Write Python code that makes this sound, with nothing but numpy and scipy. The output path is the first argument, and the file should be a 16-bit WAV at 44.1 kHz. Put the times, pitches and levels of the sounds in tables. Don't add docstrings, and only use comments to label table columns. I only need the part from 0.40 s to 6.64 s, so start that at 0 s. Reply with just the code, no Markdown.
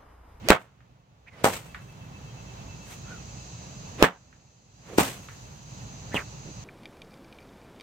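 import sys
import numpy as np
from scipy import signal
from scipy.fft import rfft, irfft, next_fast_len
from scipy.io import wavfile
from scipy.ndimage import uniform_filter1d, minimum_filter1d, map_coordinates

SR = 44100
rng = np.random.default_rng(int(sys.argv[2]) if len(sys.argv) > 2 else 0)


def to_wav(s):
    ch = np.atleast_2d(s).T
    pcm = np.round(np.clip(ch, -1, 1) * 32767)
    wavfile.write(sys.argv[1], SR, pcm.astype(np.int16))


N = 275184
T = np.arange(N) / SR

# f/Hz, likeness (1 = the same)
STEREO_LIKENESS = [(60, 1), (300, 0.93), (700, 0.5), (1500, 0.32), (4000, 0.087), (12000, 0.11)]
# f/Hz, level/dB
TRAFFIC_SPECTRUM = [(15, -38.5), (28, -27), (55, -3.5), (80, -7.5), (125, -0.5), (175, -6.5), (230, -13),
                    (330, -19.5), (900, -19), (1600, -28), (3000, -30.5), (7000, -41), (9500, -51),
                    (16000, -48)]
# f/Hz, level/dB
CICADA_SPECTRUM = [(1500, -51.5), (2600, -8.5), (3450, -17), (4100, -6.5), (4500, -10), (5000, -7.5),
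                   (5450, -16.5), (5800, -5.5), (6200, -1), (6800, -4.5), (7700, -13), (9200, -37),
                   (16000, -62)]
# t/s, level/dB
CICADA_LEVELS = [(.9, -65), (2.85, -50), (6.24, -50.5)]
# f/Hz, level/dB added to CHIRP_LEVELS, period/s, t/s of one chirp
CHIRPERS = [(2645, -2, .114, 2.43), (3210, -12.5, 0.1, 1.5), (3990, -16.5, 0.19, 3.3)]
# t/s, level/dB
CHIRP_LEVELS = [(.6, -66), (1.5, -54), (2.4, -53.5), (3.6, -61), (6.24, -62)]
# t/s when fastest, length/s, f/Hz, glide/(octaves per s),
# note level/dB, air level/dB, note width as a share of its pitch
SWINGS = [(0.083, 0.13, 461, 24, -33, -42, 0.074), (0.883, 0.048, 2235, 14.5, -37, -47, 0.16),
          (0.939, 0.099, 2060, -3, -48.5, -46.5, .07), (1.005, 0.17, 539, -3, -45, -41.5, 0.38),
          (2.725, 0.18, 1448, -0.3, -47, -50.5, 0.045), (3.626, .1, 650, 26.5, -29, -29.5, 0.23),
          (4.489, 0.16, 1160, -3, -52.5, -43, .3), (4.54, 0.15, 391, -8.5, -34, -44, 0.39),
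          (5.736, 0.056, 1857, 2, -38.5, -46.5, 0.086), (5.769, .05, 2687, -22, -24, -38, 0.069),
          (5.794, .1, 1808, -7, -35, -43, 0.32), (6.084, 0.14, 200, 4, -41.5, -59, 0.81)]
# f/Hz, level/dB
AIR_SPECTRUM = [(100, -14), (400, 2.5), (1100, -1), (2400, -3.5), (4000, -11.5), (10000, -25),
                (16000, -34.5)]
# t/s, shock level/dB, half length/ms, edge as a share of that, side (- left, + right),
# wake level/dB, tree echo level/dB
WHIP_CRACKS = [(0.0869, -1.5, 0.073, 0.18, 0.57, -13, -55), (0.104, 16.5, 0.32, .03, 0.063, -5, -35.5),
               (1.0445, 2.5, 0.31, 0.85, -0.66, -45, -24.5), (3.6261, 15.5, 0.3, 0.027, 0.62, -2, -34),
               (4.585, 0.5, .39, 0.65, -1.26, -5.5, -29.5), (5.7445, -16.5, 0.51, 0.4, 0.69, -39, -65)]
# f/Hz, level/dB
SNAP_SPECTRUM = [(200, -19), (900, -5), (2200, 6.5), (3800, 2), (6000, -8), (8300, -6.5), (10000, -13.5),
                 (16000, -14.5)]
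# f/Hz, level/dB
YARD_SPECTRUM = [(40, -14), (150, 4), (350, -7), (750, -2), (1400, 0.5), (2300, -1.5), (3500, -5),
                 (5000, -12), (8300, -6), (10000, -17), (16000, -7)]
# f/Hz, t60/s (a t60 is the time to fade by 60 dB)
YARD_FADES = [(100, .15), (700, 0.16), (2000, 0.15), (8000, 0.11), (15000, .115)]
# delay/s, level/dB against the shock, stretch of its length
WALL_ECHOES = [(.0094, -6, 0.84), (0.0165, -9, 1)]
# t/s, level/dB, rise/s
GRASS_SWEEPS = [(.203, -43, .012), (1.0433, -15.5, .002), (1.135, -30.5, 0.016), (2.527, -45, 0.048),
                (4.583, -13, .002), (4.691, -33, 0.078), (5.744, -37.5, 0.0041)]
# f/Hz, level/dB
GRASS_SPECTRUM = [(60, -17), (250, 4), (900, 1.5), (1700, 0), (2600, 0.5), (5000, -7.5), (8400, -3),
                  (9500, -12.5), (14000, -9.5), (16000, -16)]


def amp(db):
    return 10 ** (np.asarray(db) / 20)


def unit(x):
    return x / np.sqrt(np.mean(x ** 2) + 1e-20)


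def along(points, hz):
    freqs, values = np.transpose(points)
    return np.interp(np.log(hz + 1), np.log(freqs + 1), values)


def wobble(rate):
    return map_coordinates(rng.standard_normal(int(N * rate / SR) + 4), [T * rate])


def pan(balance_db):
    return amp([[balance_db / 2], [-balance_db / 2]])


def noise(gain, size=N, lag_ms=0):
    hz = np.fft.rfftfreq(size, 1 / SR)
    spread = np.arccos(np.clip(along(STEREO_LIKENESS, hz), -1, 1)) / 2
    mid, side = rfft(rng.standard_normal((2, size))) * gain(hz) * [np.cos(spread), np.sin(spread)]
    lag = np.exp(-2j * np.pi * hz * lag_ms / 1000)
    return unit(irfft(np.array([(mid + side) * lag, mid - side]), size))


def add(out, s, x):
    part = out[:, max(round(s * SR), 0):][:, :x.shape[1]]
    part += x[:, :part.shape[1]]


def arrival_times(s, side, lag_ms=0.25):
    start = round((s - .01) * SR) / SR
    half_lag = side * lag_ms / 2000
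    return start, start - s + np.arange(SR // 2) / SR - np.array([[half_lag], [-half_lag]])


def traffic(level_db=-43, flutter_db=1.02):
    rumble = noise(lambda hz: amp(along(TRAFFIC_SPECTRUM, hz)), lag_ms=0.39)
    return pan(-1.6) * amp(level_db + flutter_db * wobble(7.7)) * rumble


def insects(chirp_width_hz=38, unsteady=0.13):
    chorus_db = np.interp(T, *np.transpose(CICADA_LEVELS))
    chirp_db = np.interp(T, *np.transpose(CHIRP_LEVELS))
    out = amp(chorus_db + .5 * wobble(7.2)) * noise(lambda hz: amp(along(CICADA_SPECTRUM, hz)))
    for call_hz, db, period, s in CHIRPERS:
        beat = .5 + .5 * np.cos(2 * np.pi * ((T - s) / period + unsteady * wobble(3.4)))
        note = noise(lambda hz: np.exp(-((hz - call_hz) / chirp_width_hz) ** 2))
        out += amp(chirp_db + db) * beat * note
    return pan(-1.4) * out


def fence(x, db, delay_s=0.011):
    copy = np.pad(x, ((0, 0), (round(delay_s * SR), 0)))[:, :N]
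    return (x + amp(db) * copy) / np.hypot(1, amp(db))


def swishes(rise_share=0.54, sag_octaves=.33, swell=1.3):
    out = np.zeros((2, N))
    for fastest, length, centre_hz, glide, note_db, air_db, width in SWINGS:
        start = fastest - rise_share * length
        t = T[(T >= start) & (T < start + length)]
        speed = np.interp(t, [start, fastest, start + length], [0, 1, 0])
        pitch = centre_hz * 2 ** (glide * (t - fastest) - sag_octaves * (1 - speed) ** 2)
        swirls = noise(lambda hz: 1 / (1 + (hz / (width * centre_hz)) ** 2), size=SR // 2)
        phase = 2 * np.pi * np.cumsum(pitch) / SR
        steady = np.exp(-width / .2)
        note = unit((steady + swirls[:, :len(t)]) * np.cos(phase) + swirls[:, -len(t):] * np.sin(phase))
        air = noise(lambda hz: amp(along(AIR_SPECTRUM, hz)), size=SR // 2)[:, :len(t)]
        add(out, t[0], speed ** swell * (amp(note_db) * note + amp(air_db) * air))
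    return pan(-3.5) * out


def shock(t, half_ms, edge):
    half_lengths = t * 1000 / half_ms
    wave = -np.tanh(half_lengths / edge) * np.exp(-np.abs(half_lengths))
    return wave / np.abs(wave).max()


def cracks(snap_db=-15.5, snap_t60=0.024, wake_peak_s=0.0013, usual_half_ms=0.42):
    near, scatter = np.zeros((2, 2, N))
    for s, db, half_ms, edge, side, wake_db, _ in WHIP_CRACKS:
        start, t = arrival_times(s, side)
        after = np.maximum(t, 0)
        stretch = half_ms / usual_half_ms
        place = pan(-1 - side)
        direct = shock(t, half_ms, edge)
        fibres = noise(lambda hz: amp(along(SNAP_SPECTRUM, hz)), size=t.shape[1])
        snap = (t > 0) * amp(snap_db - 60 * after / snap_t60) * fibres
        wake_hz = 313 / stretch ** 0.37
        wake_level = amp(wake_db) * after / wake_peak_s * np.exp(1 - after / wake_peak_s)
        wake = -wake_level * np.sin(2 * np.pi * wake_hz * t)
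        add(near, start, place * (amp(db) * (direct + snap) + wake))
        add(scatter, s, place * amp(db - 13.5) * np.sqrt(stretch) * yard_scatter(direct[0]))
    return near + pan(-1.5) * fence(scatter, db=-11)


def yard_scatter(wave, build_s=0.012, late_db=-40, late_t60=0.86, clump_db=4):
    cloud = noise(lambda hz: np.abs(rfft(wave)) * amp(along(YARD_SPECTRUM, hz)), size=len(wave))
    cloud = unit(cloud * amp(clump_db * np.tanh(wobble(350)[:len(wave)])))
    hz, t, bands = signal.stft(cloud, SR, nperseg=128)
    rise = np.sqrt(np.minimum(t / build_s, 1))
    early = amp(-60 * np.maximum(t - build_s, 0) / along(YARD_FADES, hz)[:, None])
    late = amp(late_db - 60 * t / late_t60)
    return signal.istft(bands * (early + late) * rise, SR, nperseg=128)[1]


def wall_slaps(edge=0.51):
    out = np.zeros((2, N))
    for s, db, half_ms, _, side, *_ in WHIP_CRACKS:
        for delay, wall_db, stretch in WALL_ECHOES:
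            start, t = arrival_times(s + delay, side)
            add(out, start, amp(db + wall_db) * shock(t, half_ms * stretch, edge))
    return out


def grass_rustles(sweep_t60=.22, drag_db=-33.5, drag_t60=2.2, blade_db=1.5, tuft_db=2):
    level = np.zeros(N)
    for s, db, rise_s in GRASS_SWEEPS:
        after = np.maximum(T - s, 0)
        rise = np.exp(np.minimum(T - s, 0) / rise_s)
        fade = amp(-60 * after / sweep_t60) + amp(drag_db - 60 * after / drag_t60)
        level += amp(db) * rise * fade
    ticks = unit(amp(blade_db * wobble(1100) + tuft_db * wobble(150)))
    return level * ticks * noise(lambda hz: amp(along(GRASS_SPECTRUM, hz)))


def tree_echoes(delay_s=.3015, centre_hz=1530, octaves=0.99, tick_t60=0.0088, trail_t60=0.26):
    out = np.zeros((2, N))
    t = np.arange(SR // 3) / SR
    rise = 1 - np.exp(-t / 0.0004)
    fade = amp(-60 * t / tick_t60) + amp(-13 - 60 * t / trail_t60)
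    for s, *_, echo_db in WHIP_CRACKS:
        band = noise(lambda hz: 1 / (1 + (np.log2((hz + 1) / centre_hz) / octaves) ** 2) ** 2.1, len(t))
        add(out, s + delay_s, amp(echo_db) * band * rise * fade)
    return out


def scene():
    whip = cracks() + wall_slaps() + swishes() + fence(grass_rustles(), db=-13) + tree_echoes()
    return whip + fence(insects(), db=-5) + traffic()


def gain_control(x, limit_db=-5, hold_s=0.66, release_db_per_s=35, attack_s=0.003):
    power = np.abs(uniform_filter1d(x ** 2, size=88)).max(axis=0)
    over_db = np.maximum(10 * np.log10(power + 1e-12) - limit_db, 0)
    half_hold = int(hold_s * SR / 2)
    held_db = -minimum_filter1d(-over_db, 2 * half_hold + 1, origin=half_hold, mode="constant")
    cut_db = np.maximum.accumulate(held_db + release_db_per_s * T) - release_db_per_s * T
    smoothing = np.exp(-1 / (attack_s * SR))
    return x * amp(-signal.lfilter([1 - smoothing], [1, -smoothing], cut_db))


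def record(dry, thud_hz=62, top_hz=16200):
    levelled = gain_control(dry)
    clipped = np.clip(levelled, -.95, .95)
    overload = np.tanh(np.abs(levelled - clipped))
    thud = signal.lfilter(*signal.butter(1, [thud_hz / 2, thud_hz * 2], "band", fs=SR), overload)
    thud = amp(2) * signal.lfilter(*signal.butter(1, thud_hz * 2, fs=SR), thud)
    size = next_fast_len(N + SR // 2)
    treble_cut = 1 / (1 + (np.fft.rfftfreq(size, 1 / SR) / top_hz) ** 120)
    return irfft(rfft(clipped + thud, size) * treble_cut, size)[:, :N]


dry = scene()
out = record(dry)
to_wav(out)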